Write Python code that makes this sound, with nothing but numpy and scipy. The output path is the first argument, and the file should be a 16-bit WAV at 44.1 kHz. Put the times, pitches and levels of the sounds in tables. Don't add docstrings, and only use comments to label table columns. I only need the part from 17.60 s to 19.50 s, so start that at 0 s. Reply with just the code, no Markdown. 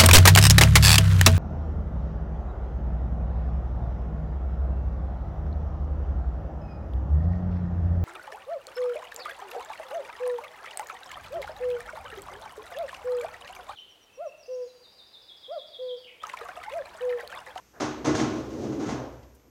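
import sys
import numpy as np
from scipy import signal
from scipy.fft import rfft, irfft
from scipy.io import wavfile

SR = 44100
rng = np.random.default_rng(int(sys.argv[2]) if len(sys.argv) > 2 else 0)


def inscribe(sig):
    pcm = np.round(np.clip(np.atleast_2d(sig).T, -1, 1) * 32767)
    wavfile.write(sys.argv[1], SR, pcm.astype(np.int16))


N = 83790


def amp(db):
    return 10 ** (np.asarray(db) / 20)


def unit(x):
    return x / np.sqrt(np.mean(x ** 2) + 1e-20)


def by_hz(points, hz):
    f, value = np.transpose(points)
    return np.interp(np.log(hz + 1), np.log(f + 1), value)


def level(points):
    return amp(np.interp(np.arange(N) / SR, *np.transpose(points)))


def dying(t, t60):
    return np.exp(-np.log(1000) * t / t60)


def add(mix, s, sound):
    part = mix[max(round(s * SR), 0):][:len(sound)]
    part += sound[:len(part)]


def coloured(x, points):
    gain = amp(by_hz(points, np.fft.rfftfreq(len(x), 1 / SR)))
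    return irfft(rfft(x) * gain, len(x))


def room_echoes(colour):
    # hz, t60_s
    room = [(60, 1.57), (130, 0.59), (300, 0.68), (700, 0.78), (1800, 0.79), (5000, 0.56), (12000, 0.29)]
    # hz, rise_s
    build_up = [(60, 0.027), (250, 0.015), (700, 0.0022), (2000, 0.0055), (8000, 0.0081)]
    echo_spread_db, mixing_s = 2.5, 0.026
    t, hz = np.arange(N) / SR, np.fft.rfftfreq(N, 1 / SR)
    uneven = np.interp(t, np.linspace(0, N / SR, N // 64), rng.standard_normal(N // 64))
    echoes = rng.standard_normal(N) * amp(echo_spread_db * uneven * np.exp(-t / mixing_s))
    spectrum = rfft(echoes) * amp(colour(hz))
    centres = np.geomspace(60, 12000, 9)
    out = np.zeros(N)
    for centre, pick in zip(centres, np.eye(len(centres))):
        band = irfft(spectrum * by_hz(np.c_[centres, pick], hz), N)
        rise = 1 - np.exp(-t / by_hz(build_up, centre))
        out += band * rise * dying(t, by_hz(room, centre))
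    return out


def wavering(lines, depth, rate_hz):
    t, hz = np.arange(N) / SR, np.fft.rfftfreq(N, 1 / SR)
    lowpass = np.exp(-(hz / rate_hz) ** 2)
    out = np.zeros(N)
    for line_hz, db in lines:
        swell, drift = (unit(irfft(rfft(z) * lowpass, N)) for z in rng.standard_normal((2, N)))
        phase = 2 * np.pi * line_hz * t + 2 * depth * drift
        out += amp(db) * (1 + .5 * depth * swell) * np.sin(phase)
    return unit(out)


def air():
    # hz, relative_level_db (per Hz)
    air_colour = [(25, -4), (60, -4.5), (130, -2), (180, -2.5), (300, -3), (450, -2.5), (600, -8),
                  (1200, -10), (2200, -11.5), (4200, -18), (6300, -10.5), (8200, -21.5), (11000, -25),
                  (15500, -28.5)]
    # time_s, level_db
    air_curve = [(0, -61), (.2, -63.5), (1.0, -58.5), (1.9, -67.5)]
    whine_hz, whine_db = 13060, -77
    whine = amp(whine_db) * np.sqrt(2) * np.sin(2 * np.pi * whine_hz * np.arange(N) / SR)
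    hiss = unit(coloured(rng.standard_normal(N), air_colour))
    return hiss * level(air_curve) + whine


def dull_noise():
    # time_s, level_db
    noise_curve = [(.12, -83), (.142, -56), (.17, -49), (.2, -55), (.26, -75)]
    # hz, relative_level_db (per Hz)
    noise_colour = [(50, -14), (140, -12), (300, -5), (700, -2), (1200, -7), (1750, -7.5), (2100, -23.5),
                    (8000, -42)]
    sounding = np.arange(N) / SR < noise_curve[-1][0]
    return unit(coloured(rng.standard_normal(N), noise_colour)) * level(noise_curve) * sounding


def rack():
    # time_s, level_db
    rumble_curve = [(.12, -83), (.2, -61), (.36, -37.5), (.45, -58), (.6, -35.5), (.8, -38), (.89, -37.5),
                    (.97, -31), (1.08, -35), (1.2, -32), (1.31, -44), (1.37, -49), (1.55, -57.5),
                    (1.8, -67)]
    # hz, relative_level_db (per Hz)
    rumble_colour = [(30, -44), (70, -21), (125, 2), (178, -12.5), (214, 2), (275, 5), (325, 2), (400, -1),
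                     (520, -6), (800, -18), (1400, -31), (3000, -39), (6500, -34), (10000, -58)]
    jolts_per_s, jolt_spread_db = 160, 3
    struck = rng.random(N) < jolts_per_s / SR
    strengths = amp(jolt_spread_db * rng.standard_normal(N))
    jolts = struck * rng.choice([-1, 1], N) * strengths
    response = room_echoes(lambda hz: by_hz(rumble_colour, hz))
    response = response / np.linalg.norm(response)
    return signal.fftconvolve(unit(jolts) * level(rumble_curve), response)[:N]


def motor():
    # time_s, level_db
    motor_curve = [(.15, -68), (.28, -53), (.38, -53.5), (.5, -50), (.85, -50), (1.15, -59), (1.35, -51),
                   (1.6, -49.5), (1.8, -60), (1.9, -69)]
    # hz, relative_level_db
    hum_lines = [(62, 8), (119, 0)]
    return wavering(hum_lines, depth=0.24, rate_hz=15) * level(motor_curve)


def housing(ring_db):
    # hz, relative_level_db, t60_s
    modes = [(140.6, -5, 0.24), (235.8, -9, 0.65), (305, -2, 0.58), (380, -9, 0.45), (466, -5, 0.3),
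             (639, -12, 0.59), (751.6, -2.5, 0.15), (817.5, -13.5, 0.4), (1003, -19, 0.4),
             (1070, -13.5, 0.55), (1454, -18, 0.46), (1719, -21.5, 0.49), (2017, -17, 0.31)]
    rise_s = 0.011
    detune = 0.0025
    t = np.arange(SR) / SR
    ring = np.zeros(SR)
    for hz, db, t60 in modes:
        mode_hz = hz * (1 + detune * rng.standard_normal())
        ring += amp(db) * dying(t, t60) * np.sin(2 * np.pi * (mode_hz * t + rng.random()))
    return amp(ring_db) * ring * (1 - np.exp(-t / rise_s))


def pins():
    # start_s, bass_thud_db, wooden_body_db, treble_clack_db, housing_ring_db
    clunks = [(0.199, -37, -27, -33.5, -34.5), (.222, -40, -44, -54, -25.5), (.444, -28, -28, -31.5, -25.5),
              (.470, -27.5, -21.5, -52, -22), (.546, -38, -30.5, -30.5, -29),
              (.588, -30, -29.5, -35.5, -25), (.617, -32, -32, -49.5, -29.5),
              (0.701, -55, -36, -49.5, -37.5), (.752, -52, -49, -47, -39), (0.898, -52, -48.5, -52, -50),
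              (0.929, -31.5, -51, -57, -43.5), (1.005, -39, -51, -50.5, -60),
              (1.030, -50, -43.5, -50.5, -39), (1.117, -45, -40, -51, -43.5),
              (1.193, -42, -40.5, -45.5, -32.5), (1.218, -44, -39, -48, -40.5),
              (1.255, -30, -35.5, -45, -50), (1.282, -56, -32.5, -39.5, -28.5),
              (1.319, -35.5, -31, -63, -33), (1.388, -79, -31, -74, -40), (1.519, -64, -66, -65, -58),
              (1.835, -63, -56, -98, -61)]
    # hz, relative_level_db (per Hz)
    wood = [(30, -28), (46, -14), (62, 10), (130, 22.5), (180, 8.5), (240, 19.5), (340, 17.5), (480, 11),
            (700, 10.5), (1200, 10.5), (1800, 4), (2600, 3), (4800, 2.5), (6400, 7.5), (7300, -1.5),
            (8300, -8), (11000, -18), (15500, -38)]
    thud_hz, body_hz, clack_hz = 133, 515, 4300
    out = np.zeros(N)
    for s, thud_db, body_db, clack_db, ring_db in clunks:
        blow = [(thud_hz, thud_db), (body_hz, body_db), (clack_hz, clack_db)]
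        add(out, s, room_echoes(lambda hz: by_hz(wood, hz) + by_hz(blow, hz)))
        add(out, s, housing(ring_db))
    return out


def frame():
    # time_s, level_db
    drone_curve = [(.45, -85), (.5, -58), (.61, -28.5), (.72, -37), (.81, -36), (.89, -53.5), (.945, -36.5),
                   (1.0, -55), (1.06, -36.5), (1.11, -37.5), (1.17, -33.5), (1.34, -38), (1.39, -71),
                   (1.5, -86)]
    # hz, relative_level_db
    resonances = [(313.5, -3), (216.5, -11)]
    return wavering(resonances, depth=0.78, rate_hz=21.6) * level(drone_curve)


def ticks():
    # start_s, level_db (before the rise and decay), centre_hz, width_octaves, t60_s
    taps = [(.546, -26, 1610, 0.22, 0.046), (0.592, -31.5, 2170, 0.77, 0.045),
            (.600, -24.5, 1290, 1, 0.024), (1.392, -36.5, 630, 0.22, 0.089),
            (1.629, -58, 3180, 0.76, 0.083), (1.748, -57, 13000, 1.1, 0.064), (1.795, -64, 2800, 1, 0.068)]
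    rise_s = 0.0014
    out, t, hz = np.zeros(N), np.arange(N) / SR, np.fft.rfftfreq(N, 1 / SR)
    for s, db, centre_hz, octaves, t60 in taps:
        band = np.exp(-.5 * (np.log2((hz + 1) / centre_hz) / octaves) ** 2)
        tap = unit(irfft(rfft(rng.standard_normal(N)) * band, N))
        add(out, s, amp(db) * tap * (1 - np.exp(-t / rise_s)) * dying(t, t60))
    return out


def scene():
    return (air() + dull_noise() + rack() + motor() + pins() + frame() + ticks())[None]


def record(dry):
    bass_cut_hz, edge_hz = 42, 15700
    bass_cut = signal.butter(2, bass_cut_hz, "highpass", fs=SR, output="sos")
    lean = signal.sosfilt(bass_cut, dry)
    lowpass = signal.firwin(511, edge_hz, window=("kaiser", 9), fs=SR)
    return signal.oaconvolve(lean, lowpass[None], "same")


dry = scene()
out = record(dry)
inscribe(out)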